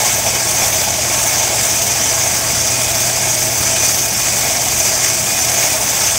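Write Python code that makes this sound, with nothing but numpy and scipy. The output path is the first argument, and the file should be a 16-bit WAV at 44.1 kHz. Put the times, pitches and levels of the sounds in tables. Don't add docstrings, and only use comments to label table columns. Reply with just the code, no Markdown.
import sys
import numpy as np
from scipy import signal
from scipy.fft import rfft, irfft
from scipy.io import wavfile
from scipy.ndimage import uniform_filter1d

SR = 44100
rng = np.random.default_rng(int(sys.argv[2]) if len(sys.argv) > 2 else 0)


def volts_from_decibels(level):
    exponent = np.asarray(level, float) / 20
    return 10 ** exponent


def unload_audio(sound):
    columns = np.transpose(np.atleast_2d(sound))
    steps = np.round(np.clip(columns, -1, 1) * 32767)
    wavfile.write(sys.argv[1], SR, steps.astype(np.int16))


N = 272582
TIME = np.arange(N) / SR
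MAINS_HZ = 60.02

# f/Hz, density/dB
TABLE_SPECTRUM = [(20, -22), (36, -16), (51, -2), (63, -8), (78, 1), (88, 1), (112, -3), (128, -20),
                  (150, -36.5)]
# f/Hz, density/dB
PAN_SPECTRUM = [(105, -31), (130, -6.5), (153, -0.5), (172, -9.5), (199, 0), (230, -8), (262, -2.5),
                (281, -9), (293, -4), (312, -7.5), (348, -2.5), (390, -7.5), (430, -9.5), (480, -14),
                (560, -33.5)]
# f/Hz, density/dB
HOUSING_SPECTRUM = [(250, -43), (420, -10), (561, -5.5), (662, 2), (738, -2.5), (892, -2), (987, -10),
                    (1100, -9.5), (1430, -39.5), (2420, -120)]
# f/Hz, density/dB
GEAR_SPECTRUM = [(722, -70), (850, -23.4), (1000, -6.9), (1200, -4.9), (1450, -4.2), (1650, -2.1),
                 (1830, -3.0), (2150, 0.0), (2400, -0.9), (2650, -3.7), (2870, -4.4), (3250, -4.4),
                 (3600, -4.5), (4000, -5.7), (4700, -16.8), (5405, -70)]
# f/Hz, density/dB
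SCRAPE_SPECTRUM = [(3315, -70), (3900, -28.2), (4350, -11.3), (4750, -5.5), (5250, -5.4), (5750, -5.6),
                   (6200, 0.0), (6750, -2.1), (7250, -4.1), (7600, -3.3), (8000, -5.1), (8800, -6.7),
                   (9600, -9.7), (10200, -12.7), (11500, -36.6), (13224, -70)]
# f/Hz, density/dB
FIZZ_SPECTRUM = [(7905, -70), (9300, -14.0), (10300, -2.7), (11300, -3.9), (12000, -2.1), (12600, -2.8),
                 (13400, -2.6), (14400, -2.4), (15100, -2.5), (15600, 0.0), (16000, -3.4)]
# f/Hz, width/Hz, level/dB
SHAFT_MODES = [(1103, 37, -15.1), (1286, 29, -18.3), (1640, 57, -15.3), (2209, 20, -10.0),
               (2369, 30, -17.1), (2457, 6, -11.2), (2523, 9, -14.7), (2721, 13, -16.8), (2789, 9, -21.7),
               (3068, 106, -13.2), (3460, 63, -10.7)]
# f/Hz, width/Hz, level/dB
CASTING_MODES = [(4457, 16, -25.1), (4907, 17, -16.1), (5157, 43, -19.3), (5396, 37, -21.5),
                 (5555, 39, -11.5), (5653, 33, -16.6), (5796, 29, -17.7), (5858, 27, -17.2),
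                 (5931, 16, -20.5), (6048, 39, -7.9), (6108, 50, -13.7), (6314, 90, -10.8),
                 (6513, 43, -14.7), (6661, 49, -16.5), (6960, 67, -16.7), (7038, 42, -19.6),
                 (7499, 60, -17.2), (7655, 65, -13.0), (7828, 58, -15.8), (8076, 28, -18.8),
                 (8276, 47, -17.8), (8552, 57, -21.9), (9289, 58, -18.5), (9525, 60, -23.1)]
# f/Hz, width/Hz, level/dB
ARM_MODES = [(10648, 80, -17.4), (10942, 76, -16.6), (11232, 88, -15.4), (11830, 119, -13.8),
             (12134, 149, -9.5), (13643, 81, -15.5), (13885, 92, -11.0), (14399, 105, -15.7),
             (15054, 45, -16.7), (15573, 150, -14.9)]
# t/s, level/dB
SEATING = [
    (0, -1),
    (.3, 2.2),
    (2.15, 0.2),
    (2.7, 3.5),
    (3.6, 3.8),
    (3.95, 0.3),
    (5.4, 0),
    (5.75, -1),
    (6.18, -2.5),
]
# t/s, level/dB
GEAR_LOAD = [(0, 2.2), (.12, 1), (.45, -.4), (.65, 1), (.9, 0), (1.15, 0.4), (1.55, 1.1), (1.8, -.5),
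             (2.1, 0), (2.6, -0.3), (3.2, -0.5), (3.5, -1), (3.7, 0.2), (4.05, -1.5), (4.45, 0.5),
             (5.15, -0.95), (5.6, 0.5), (6.18, -0.3)]
# t/s, peak level/dB, treble level/dB
JOLTS = [(0.266, -0.5, -2), (0.621, 1, -6), (0.849, -15, -2), (1.1, -3, -5), (1.437, -18, -4),
         (1.913, -16, -1), (2.003, -18, -5), (2.071, -21, -1), (2.115, -2, -5), (2.501, -5, -2),
         (2.919, -14, -4), (2.968, -25, -1), (3.101, -8, -4), (3.267, -19, -2), (3.302, -22, -2),
         (3.42, -3, 0), (3.503, -14, -1), (3.733, -18, -3), (3.834, -2, -2), (4.366, -17, -3),
         (4.451, -3.5, -6), (4.522, -16, -2), (5.536, -5, -6), (5.642, -6, -1)]
# t/s, change of pressure/dB
LEANS = [(.23, -1.4), (.39, -.9), (.07, 1.1), (.65, 0.5), (.95, -2), (1.51, -0.4), (1.64, 1.5),
         (1.83, -0.8), (2.22, 0.5), (2.41, -1), (2.55, 0), (3.05, 0.9), (3.51, -1.6), (3.65, 1.5),
         (3.86, 2.5), (4.1, -2.5), (4.27, 1.5), (4.6, -1.2), (4.86, 2.1), (5.06, 2.3), (5.25, -0.8),
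         (5.63, 2), (5.82, -1.3), (6.05, 1.8)]
# t/s, length/s, fizz let out/dB
STROKES = [(0.15, 0.67, 3.5), (0.71, 0.75, 4), (1.3, 0.52, 3.5), (1.77, 0.67, 3.3), (2.34, 0.55, 2.8),
           (2.95, 0.51, 3), (3.48, 0.52, 4), (4.02, 0.54, 5), (4.41, 0.28, 4), (4.72, 0.64, 4),
           (5.28, 0.42, 2.8), (5.56, 0.75, 3), (5.9, 0.64, 4)]
# t/s, low f/Hz, high f/Hz, level/dB
SIDE_BURSTS = [
    (1.287, 13800.0, 15130.0, -35.6),
    (2.797, 10370.0, 11700.0, -39.4),
    (3.027, 10400.0, 11700.0, -37.0),
    (3.027, 14490.0, 15840.0, -36.1),
    (3.563, 13120.0, 15080.0, -33.6),
    (5.026, 11050.0, 13050.0, -33.8),
    (5.327, 7620.0, 9000, -27.9),
    (5.376, 7650.0, 9570.0, -26.5),
    (5.422, 5680.0, 6870.0, -20.5),
    (5.56, 5210.0, 6230.0, -28.0),
]


def evened(x):
    return x / np.sqrt(np.mean(x ** 2) + 1e-20)


def level_curve(rows):
    times, levels_db = np.transpose(rows)
    return np.interp(TIME, times, levels_db)


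def coloured(x, spectrum):
    hz, db = np.transpose(spectrum)
    grid_hz = abs(np.fft.fftfreq(8192, 1 / SR))
    gain_db = np.interp(np.log(grid_hz + 1), np.log(hz + 1), db)
    log_gain = np.log(volts_from_decibels(np.maximum(gain_db, -70)))
    taps = np.fft.ifft(np.exp(np.conj(signal.hilbert(log_gain)))).real[:4096]
    return evened(signal.oaconvolve(x, taps)[:N])


def drift(low_hz, high_hz):
    count = 2048
    rate_hz = np.arange(count // 2 + 1) * SR / N
    weight = (rate_hz > low_hz) / (1 + (rate_hz / high_hz) ** 2)
    slow = irfft(rfft(rng.standard_normal(count)) * weight)
    return evened(np.interp(np.linspace(0, count - 1, N), np.arange(count), slow))


def grit(per_s, spread_db, swell_db):
    struck = rng.random(N) < per_s / SR
    size = np.minimum(rng.exponential(1, N), 5)
    return evened(struck * rng.standard_normal(N) * volts_from_decibels(spread_db * size + swell_db))


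def ringing(drive, modes, wander_hz, wander_db):
    out = np.zeros(N)
    for hz, width_hz, db in modes:
        r = np.exp(-np.pi * width_hz / SR)
        poles = [1, -2 * r * np.cos(2 * np.pi * hz / SR), r * r]
        fed = drive * rng.choice([-1, 1], N) * volts_from_decibels(wander_db * drift(0.62, wander_hz))
        out += volts_from_decibels(db) * evened(signal.lfilter([1, 0, -1], poles, fed))
    return out


def shaded(x, tilt_db, pivot_hz, patchy_db):
    hz, t, z = signal.stft(x, SR, nperseg=512, noverlap=384)
    patches = rng.standard_normal(z.shape[::-1]).T
    for axis in (0, 0, 1, 1):
        patches = uniform_filter1d(patches, 8, axis)
    octaves = np.log2(np.clip(hz / pivot_hz, .5, 2))
    slope_db = np.outer(octaves, tilt_db[np.minimum((t * SR).astype(int), N - 1)])
    z = z * volts_from_decibels(slope_db + patchy_db * evened(patches))
    return evened(signal.istft(z, SR, nperseg=512, noverlap=384)[1][:N])


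def shop(x, t60, wet_db):
    t = np.arange(SR // 4) / SR
    tail = rng.standard_normal(len(t)) * volts_from_decibels(-60 * t / t60) * (t > .004)
    wet = volts_from_decibels(wet_db) * signal.oaconvolve(x, tail / np.linalg.norm(tail))[:N]
    return (x + wet) / np.sqrt(1 + volts_from_decibels(2 * wet_db))


def bench():
    firm_db = level_curve(SEATING)
    hum = np.sqrt(2) * np.sin(2 * np.pi * 2 * MAINS_HZ * TIME)
    hum = hum * volts_from_decibels(-35 + firm_db + 1.23 * drift(2, 7.1))
    table = coloured(rng.standard_normal(N), TABLE_SPECTRUM) * volts_from_decibels(-35 + 0.36 * firm_db)
    pan = coloured(rng.standard_normal(N), PAN_SPECTRUM) * volts_from_decibels(-33 + 0.35 * firm_db)
    return hum + table + pan


def knocks():
    taps, ticks = np.zeros(N), np.zeros(N)
    for s, db, treble_db in JOLTS:
        taps[round(s * SR)] = volts_from_decibels(db)
        ticks[round(s * SR)] = volts_from_decibels(db + treble_db)
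    t = np.arange(400) / SR
    dull = np.sin(2 * np.pi * 700 * t) + 0.93 * np.sin(2 * np.pi * 2300 * t)
    dull = dull * volts_from_decibels(-60 * t / .012)
    tick = np.sin(2 * np.pi * 6400 * t) * volts_from_decibels(-60 * t / .005)
    return volts_from_decibels(-7.5) * signal.oaconvolve(taps, dull)[:N] + volts_from_decibels(-21) * signal.oaconvolve(ticks, tick)[:N]


def mesh():
    mesh_hz = 661.7 + 30 * drift(.8, 6)
    turns = np.cumsum(mesh_hz) / SR
    level_db = -37.5 + 3.5 * drift(2, 15) + 1.1 * level_curve(SEATING)
    return volts_from_decibels(level_db) * np.sqrt(2) * np.sin(2 * np.pi * turns)


def pressure():
    lean_s = 0.036
    return sum(db * np.exp(-.5 * ((TIME - s) / lean_s) ** 2) for s, db in LEANS)


def height():
    return sum(db * np.cos(np.pi * np.clip((TIME - s) / length_s, -.5, .5)) ** 2
               for s, length_s, db in STROKES)


def drill(judder):
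    cycles = np.floor(np.arange(N + 1) * MAINS_HZ / SR + .85)
    kicks = evened(np.diff(cycles) * volts_from_decibels(0.84 * rng.standard_normal(N)))
    load_db = level_curve(GEAR_LOAD)

    chatter = grit(per_s=7000, spread_db=1.8, swell_db=.8 * judder)
    housing = coloured(chatter + .33 * kicks, HOUSING_SPECTRUM)
    housing = shaded(housing, np.zeros(N), pivot_hz=700, patchy_db=.9)
    housing_db = -26.5 + 1.8 * load_db - 0.04 * TIME
    housing_db = housing_db + 0.16 * level_curve(SEATING)

    own_teeth = grit(per_s=10000, spread_db=1.9, swell_db=.7 * judder)
    teeth = evened(.3 * chatter + own_teeth + .1 * kicks)
    shaft = volts_from_decibels(0.6 * drift(1, 4)) * ringing(teeth, SHAFT_MODES, wander_hz=5, wander_db=1.8)
    rattle = coloured(teeth, GEAR_SPECTRUM) + shaft
    rattle = shaded(rattle, 0.47 * drift(1, 4), pivot_hz=2300, patchy_db=.9)
    rattle_db = -24 + load_db + 0.68 * pressure()
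    return volts_from_decibels(housing_db) * housing + volts_from_decibels(rattle_db) * rattle


def stones(judder):
    lean_db = pressure()
    bright = -0.5 * lean_db + .8 * drift(1.5, 5.4)

    drive = grit(per_s=24000, spread_db=1.2, swell_db=.78 * judder)
    scrape = coloured(drive, SCRAPE_SPECTRUM) + ringing(drive, CASTING_MODES, wander_hz=8, wander_db=1.8)
    scrape = shaded(scrape, bright, pivot_hz=6500, patchy_db=1.1)

    fine_grit = grit(per_s=20000, spread_db=1.6, swell_db=.7 * judder + .9 * drift(6, 25))
    spray = evened(.9 * drive + fine_grit)
    fizz = coloured(spray, FIZZ_SPECTRUM) + ringing(spray, ARM_MODES, wander_hz=5, wander_db=1.5)
    fizz = shaded(fizz, np.zeros(N), pivot_hz=12000, patchy_db=.7)
    return volts_from_decibels(-16.5 + lean_db) * scrape + volts_from_decibels(-27 + lean_db + height()) * fizz


def scene():
    judder = drift(11, 45)
    background = bench() + shop(knocks(), t60=0.13, wet_db=-1.5)
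    mono = background + mesh() + drill(judder) + stones(judder)
    return np.array([mono, mono])


def low_pass(x):
    return signal.sosfilt(signal.butter(12, 16720, fs=SR, output="sos"), x)


def record(dry):
    side, hz = np.zeros(N), np.fft.rfftfreq(2048, 1 / SR)
    for s, low_hz, high_hz, db in SIDE_BURSTS:
        in_band = (hz > low_hz) * (hz < high_hz)
        burst = evened(irfft(rfft(rng.standard_normal(2048)) * in_band))
        side[round(s * SR) - 1024:][:2048] += volts_from_decibels(db + 1.2) * burst * np.hanning(2048)
    driven = dry / .95
    soft = .95 * np.tanh(driven ** 3 / 3 + driven)
    edge = signal.firwin(1601, 15760, window=("kaiser", 9), fs=SR)
    limited = signal.oaconvolve(soft + np.array([side, -side]), edge[None], "same")
    return low_pass(limited)


dry = scene()
out = record(dry)
unload_audio(out)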